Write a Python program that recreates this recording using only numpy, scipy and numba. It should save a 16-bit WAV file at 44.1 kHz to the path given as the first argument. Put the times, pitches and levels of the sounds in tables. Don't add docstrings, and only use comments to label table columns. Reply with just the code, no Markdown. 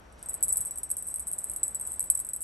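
import sys
import numpy as np
from scipy import signal
from scipy.fft import rfft, irfft
from scipy.io import wavfile
from scipy.ndimage import uniform_filter1d
from numba import njit

SR = 44100
rng = np.random.default_rng(int(sys.argv[2]) if len(sys.argv) > 2 else 0)


def bounce(signal):
    frames = np.transpose(np.atleast_2d(signal))
    limited = np.clip(frames, -1, 1)
    pcm = np.round(limited * 32767).astype(np.int16)
    wavfile.write(sys.argv[1], SR, pcm)


N = 107471

# (time [s], shimmer and high modes [dB], lower modes [dB], upper modes [dB])
KNOCKS = [(0.1252, -48.5, -80, -60), (0.1927, -48.5, -77, -65), (0.2281, -32, -41, -54),
          (0.26, -34.5, -43, -36.5), (0.2875, -25, -36, -45), (0.295, -23, -35, -46),
          (0.3259, -42, -47, -55), (0.3327, -29, -40, -54), (0.3416, -20, -32, -35),
          (0.3515, -42, -58, -37), (0.4076, -37, -43, -60), (0.4277, -11.5, -23, -44),
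          (0.4351, -16, -17, -41), (0.4378, -28, -27, -40), (0.4462, -19.5, -32, -41),
          (0.453, -28, -32, -46), (0.4763, -30, -39, -55), (0.4826, -18.5, -37, -50),
          (0.4877, -18.5, -32, -34), (0.4923, -21, -31.5, -40), (0.502, -37, -24.5, -42),
          (0.5229, -32, -33, -29), (0.5274, -11, -30.5, -31), (0.5322, -23, -32, -42),
          (0.5381, -24, -43, -45), (0.5585, -25, -33, -34), (0.571, -13.5, -26.5, -40),
          (0.579, -21, -27, -48), (0.6071, -21.5, -35, -45), (0.6117, -16, -51, -39),
          (0.6145, -27, -32.5, -38), (0.6509, -25, -46, -33), (0.6567, -28, -45, -27),
          (0.6691, -25, -39, -30.5), (0.6756, -29, -34, -42), (0.7094, -23.5, -29, -42),
          (0.7578, -31, -53, -37.5), (0.775, -26, -32, -42), (0.7846, -25, -38, -37),
          (0.7911, -37, -42, -54), (0.8327, -19, -78, -35.5), (0.895, -33, -56, -43),
          (0.903, -21, -29, -33), (0.9145, -17.5, -28.5, -23.5), (0.9204, -38, -41, -52),
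          (0.9688, -20.5, -33.5, -31.5), (0.9833, -24, -44, -44), (1.0249, -25.5, -67, -47),
          (1.0694, -29, -59, -46), (1.075, -27.5, -45, -33), (1.081, -31, -56, -34),
          (1.0865, -23.5, -40, -45), (1.1416, -24, -36, -31), (1.1599, -21, -45, -29.5),
          (1.1843, -33, -51, -43), (1.196, -23, -58, -28), (1.202, -24, -58, -37),
          (1.2704, -23.5, -33.5, -44), (1.277, -24, -40, -35), (1.2829, -23, -53, -29.5),
          (1.3153, -26.5, -49, -53), (1.3269, -24, -53, -35), (1.3328, -20.5, -57, -34),
          (1.383, -25, -41, -41), (1.3875, -22, -32.5, -31), (1.437, -39, -41, -37),
          (1.4426, -20.5, -39, -31), (1.4909, -50, -54, -38), (1.4978, -24, -33, -33),
          (1.5159, -25.5, -55, -42), (1.536, -25.5, -54, -58), (1.5624, -20, -34, -29.5),
          (1.57, -26, -42, -43), (1.632, -17, -19.5, -32), (1.6367, -21.5, -28, -23),
          (1.6604, -37, -35, -47), (1.67, -35, -39, -41), (1.6804, -24.5, -34, -29),
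          (1.7092, -35, -45, -40), (1.7472, -22, -34, -44), (1.753, -23, -28, -29), (1.7981, -30, -50, -34),
          (1.8117, -26, -47, -29), (1.8512, -40, -35.5, -33.5), (1.867, -26.5, -35, -39),
          (1.8736, -22, -36, -61), (1.913, -44, -44, -33.5), (1.9194, -24, -36, -33.5),
          (1.9322, -32, -40, -39), (1.9398, -29.5, -35.5, -44), (1.9956, -20.5, -29.5, -40),
          (2.0046, -18.5, -27.5, -30), (2.028, -28, -44, -31), (2.0413, -22.5, -40, -37),
          (2.1012, -7.5, -29, -22), (2.1482, -24.5, -34, -44), (2.151, -24, -46, -20.5),
          (2.1552, -26, -31, -39), (2.1749, -24, -31.5, -48), (2.1924, -25.5, -29, -46),
          (2.201, -18, -31.5, -34), (2.2482, -28.5, -33.5, -32), (2.2678, -29.5, -52, -54),
          (2.2892, -26, -33.5, -48), (2.2957, -30, -41, -36), (2.3342, -21, -30.5, -27.5),
          (2.3507, -34, -42, -37), (2.363, -24.5, -35, -39), (2.4065, -30, -38, -42),
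          (2.419, -26, -54, -51), (2.4311, -22, -35, -44)]


def bell():
    rows = np.array(KNOCKS)
    at = np.clip((rows[:, 0] * SR).astype(int), 0, N - 1)
    taps = rolling(at, rows[:, 1])
    return clear_modes(rows, at, taps) + shimmer(rows, at, taps) + cracks()


# (time [s], level [dB])
ROLL = [(0.18, -59), (0.24, -55), (0.4, -51.5), (0.46, -55), (0.51, -47), (0.68, -42), (0.82, -52),
        (0.9, -42), (1.14, -40), (1.43, -42.5), (2.06, -41.5), (2.37, -50.5), (2.43, -30.5)]
TAPS_PER_S, TAP_SPREAD_DB = 650, 5.5
BOUNCE_DB, BOUNCE_T60_S = -14, 0.079
FLIGHT_S, FLIGHT_DB = .026, -0.4


def rolling(at, knock_db):
    t = np.arange(N) / SR
    roll_db = read(ROLL, t)
    following = np.clip(np.searchsorted(at, np.arange(N)), 0, len(at) - 1)
    in_flight = at[following] - np.arange(N) < FLIGHT_S * SR
    excess_db = np.clip(knock_db[following] - roll_db, 0, 30)
    roll_power = undb(2 * (roll_db + FLIGHT_DB * in_flight * excess_db)) * (t > ROLL[0][0])

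    knock_power = np.zeros(N)
    knock_power[at] = undb(knock_db) ** 2
    bounce_power = undb(2 * BOUNCE_DB) * decay(knock_power, BOUNCE_T60_S / 2)
    level = np.sqrt(roll_power + bounce_power)

    tapped = rng.random(N) < TAPS_PER_S / SR
    tap_db = TAP_SPREAD_DB * (np.minimum(rng.exponential(size=N), 2.8) - 2)
    return tapped * level * undb(tap_db)


# (frequency [Hz], level [dB], t60 [s])
LOWER = [(7840, -20, 0.21), (7883, -2.5, 0.066), (7878, -14, 0.15)]
UPPER = [(8384, -1.5, 0.082), (8364, -13, 0.042)]
HIGH = [(8830, -33, 0.066), (10800, -31.5, 0.18), (11216, -35.5, 0.026), (11460, -25.5, 0.065)]
ROLL_RING_DB = -3
DETUNE, MODE_SCATTER_DB = 0.002, 2.5
RING_LEFT = 0.15
RING_BAND_HZ = 7250, 11900


def clear_modes(rows, at, taps):
    last = np.clip(np.searchsorted(at, np.arange(N), side="right") - 1, 0, None)
    rings = np.zeros(N)
    for column, family in ((2, LOWER), (3, UPPER), (1, HIGH)):
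        for hz, db, t60 in family:
            level_chance, pitch_chance = rng.standard_normal((2, len(at)))
            hits = taps * undb(ROLL_RING_DB) * np.exp(2j * np.pi * rng.random(N))
            hits[at] += undb(rows[:, column] + MODE_SCATTER_DB * level_chance)
            bend = DETUNE * pitch_chance[last]
            fade = np.exp(-np.log(1000) / (t60 * SR))
            rings = rings + undb(db) * ring(hits, bend, 1. * hz, fade, RING_LEFT)
    return signal.sosfilt(signal.butter(6, RING_BAND_HZ, "band", fs=SR, output="sos"), rings)


@njit
def ring(hits, bend, hz, fade, left):
    y, phasor, step = np.empty(len(hits)), 0j, 0j
    for i in range(len(hits)):
        if i == 0 or bend[i] != bend[i - 1]:
            step = fade * np.exp(2j * np.pi * hz * (1 + bend[i]) / SR)
            phasor = phasor * left
        phasor = phasor * step + hits[i]
        y[i] = phasor.imag
    return y


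# (frequency [Hz], level [dB])
SHIMMER = [(3000, -47), (5000, -38), (7000, -33.5), (7800, -6.5), (8800, -7), (10300, 1), (11200, -3),
           (12000, -18.5), (13000, -33), (13600, -64), (16400, -79)]
SHIMMER_DB = 1.5
TICK_DB, TICK_T60_S = 8.5, .005
TAIL_DB, TAIL_T60_S = -14.5, 0.089


def shimmer(rows, at, taps):
    power = taps ** 2
    power[at] += undb(rows[:, 1]) ** 2
    tick = decay(power, TICK_T60_S / 2)
    tail = undb(2 * TAIL_DB) * decay(power, TAIL_T60_S / 2)
    noise = np.sqrt(tick + tail) * rng.standard_normal(N)
    return undb(SHIMMER_DB) * tint(undb(TICK_DB) * np.sqrt(power) + noise, SHIMMER)


# (time [s], level [dB])
CRACKS = [(0.2876, -41), (0.4276, -42.5), (0.5274, -31), (0.5585, -44), (1.3825, -45), (1.6325, -51),
          (1.9958, -47), (2.1016, -34), (2.3342, -49)]
# (frequency [Hz], level [dB])
CRACK_COLOUR = [(3400, -45), (4100, -8), (6000, 0), (12500, -10), (13700, -22), (15500, -17), (16500, -34)]


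def cracks():
    hits = np.zeros(N)
    for s, db in CRACKS:
        hits[int(s * SR)] = undb(db)
    return tint(decay(hits, 0.002) * rng.standard_normal(N), CRACK_COLOUR)


BELL_PAN_DB, BELL_LOOSE_DB = .4, -20


def bell_at_ports():
    direct = bell()
    smear = rng.standard_normal(400) * np.exp(-np.arange(400) / 90.)
    loose = signal.fftconvolve(direct, unit(smear) / 20)[:N]
    return ports(direct, rfft(direct + undb(BELL_LOOSE_DB) * loose), BELL_PAN_DB)


RUSTLE_S, RUSTLE_WIDTH_S, RUSTLE_HZ, RUSTLE_BAND_HZ, RUSTLE_DB = 0.22, 0.045, 4540, 3500, -66.5
THUMP_S, THUMP_WIDTH_S, THUMP_HZ, THUMP_DB = .604, .006, 90, -44


def paw():
    t = np.arange(N) / SR
    rustle = band_noise(RUSTLE_HZ, RUSTLE_BAND_HZ) * undb(RUSTLE_DB + 2.3 * walk(143))
    rustle = rustle * np.exp(-((t - RUSTLE_S) / RUSTLE_WIDTH_S) ** 2)
    thump = undb(THUMP_DB) * np.sin(2 * np.pi * THUMP_HZ * (t - THUMP_S))
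    return rustle + thump * np.exp(-((t - THUMP_S) / THUMP_WIDTH_S) ** 2)


# (frequency [Hz], level [dB])
AIR = [(20, -30), (35, -6), (50, -6), (62, -3), (80, -8), (120, -15), (220, -16), (400, -18), (620, -16),
       (1000, -19), (1450, -21), (2500, -30), (4000, -37), (6500, -42), (11500, -42), (13000, -62),
       (16000, -80)]
# (time [s], rms level [dB])
AIR_DB = [(0, -55.5), (.15, -56), (.4, -52), (1.2, -52), (2.44, -52.5)]
# (frequency [Hz], correlation [0-1])
LIKENESS = [(30, .97), (130, .86), (280, .7), (590, .24), (1270, .0), (2730, .15), (5000, .5), (9000, .9)]
# (frequency [Hz], left over right [dB])
AIR_PAN = [(30, 1), (500, .5), (1200, 2.8), (4000, 1), (12000, 0)]
FLICKER_DB = 1.52


def traffic():
    f, t = np.fft.rfftfreq(N, 1 / SR), np.arange(N) / SR
    colour = undb(read(AIR, f, log=True))
    a, b = (rfft(rng.standard_normal(N)) * colour for _ in range(2))
    like = np.clip(read(LIKENESS, f, log=True), 0, 1)
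    right = like * a + np.sqrt(1 - like ** 2) * b
    wash = ports(irfft(a, N), right, read(AIR_PAN, f, log=True))
    return unit(wash) * undb(read(AIR_DB, t) + FLICKER_DB * walk(3.17))


def hum():
    return band_noise(62, 6) * undb(-63)


# (time [s], level [dB])
HISS = [(0, -76), (.2, -73.5), (.45, -92), (.7, -71.5), (1.2, -75.5), (1.6, -88), (2.44, -79)]


def hiss():
    return band_noise(5750, 380) * undb(read(HISS, np.arange(N) / SR))


# (frequency [Hz], phase [rad])
PORT_PHASE = [(0, 0), (3000, .5), (6500, .6), (7300, 1.0), (8000, .9), (8750, -.35), (10250, -3.14),
              (11750, -5.85), (13500, -9.0), (17000, -15.3)]


def ports(left, right_spectrum, pan_db):
    phase = read(PORT_PHASE, np.fft.rfftfreq(N, 1 / SR))
    turn = np.exp(.5j * phase) * undb(pan_db / 2)
    return np.array([irfft(rfft(left) * turn, N), irfft(right_spectrum / turn, N)])


def undb(db):
    return 10 ** (np.asarray(db) / 20)


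def read(table, at, log=False):
    x, y = np.array(table, float).T
    return np.interp(np.log(at + 1), np.log(x + 1), y) if log else np.interp(at, x, y)


def unit(x):
    return x / np.sqrt(np.mean(x ** 2))


def walk(rate):
    k = int(SR / rate)
    held = np.repeat(rng.standard_normal(N // k + 1), k)
    return 1.3 * uniform_filter1d(uniform_filter1d(held, k), k)[:N]


def decay(x, t60):
    return signal.lfilter([1], [1, -np.exp(-np.log(1000) / (t60 * SR))], x)


def band_noise(hz, width_hz):
    f = np.fft.rfftfreq(N, 1 / SR)
    band = np.exp(-((f - hz) / width_hz) ** 2)
    return unit(irfft(rfft(rng.standard_normal(N)) * band, N))


def tint(x, table):
    gain = unit(undb(read(table, np.fft.rfftfreq(N, 1 / SR), log=True)))
    return irfft(rfft(x) * gain, N)


def scene():
    return bell_at_ports() + paw() + traffic() + hum() + hiss()


def record(dry):
    return signal.sosfilt(signal.ellip(8, .2, 70, 16600, fs=SR, output="sos"), dry)


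dry = scene()
out = record(dry)
bounce(out)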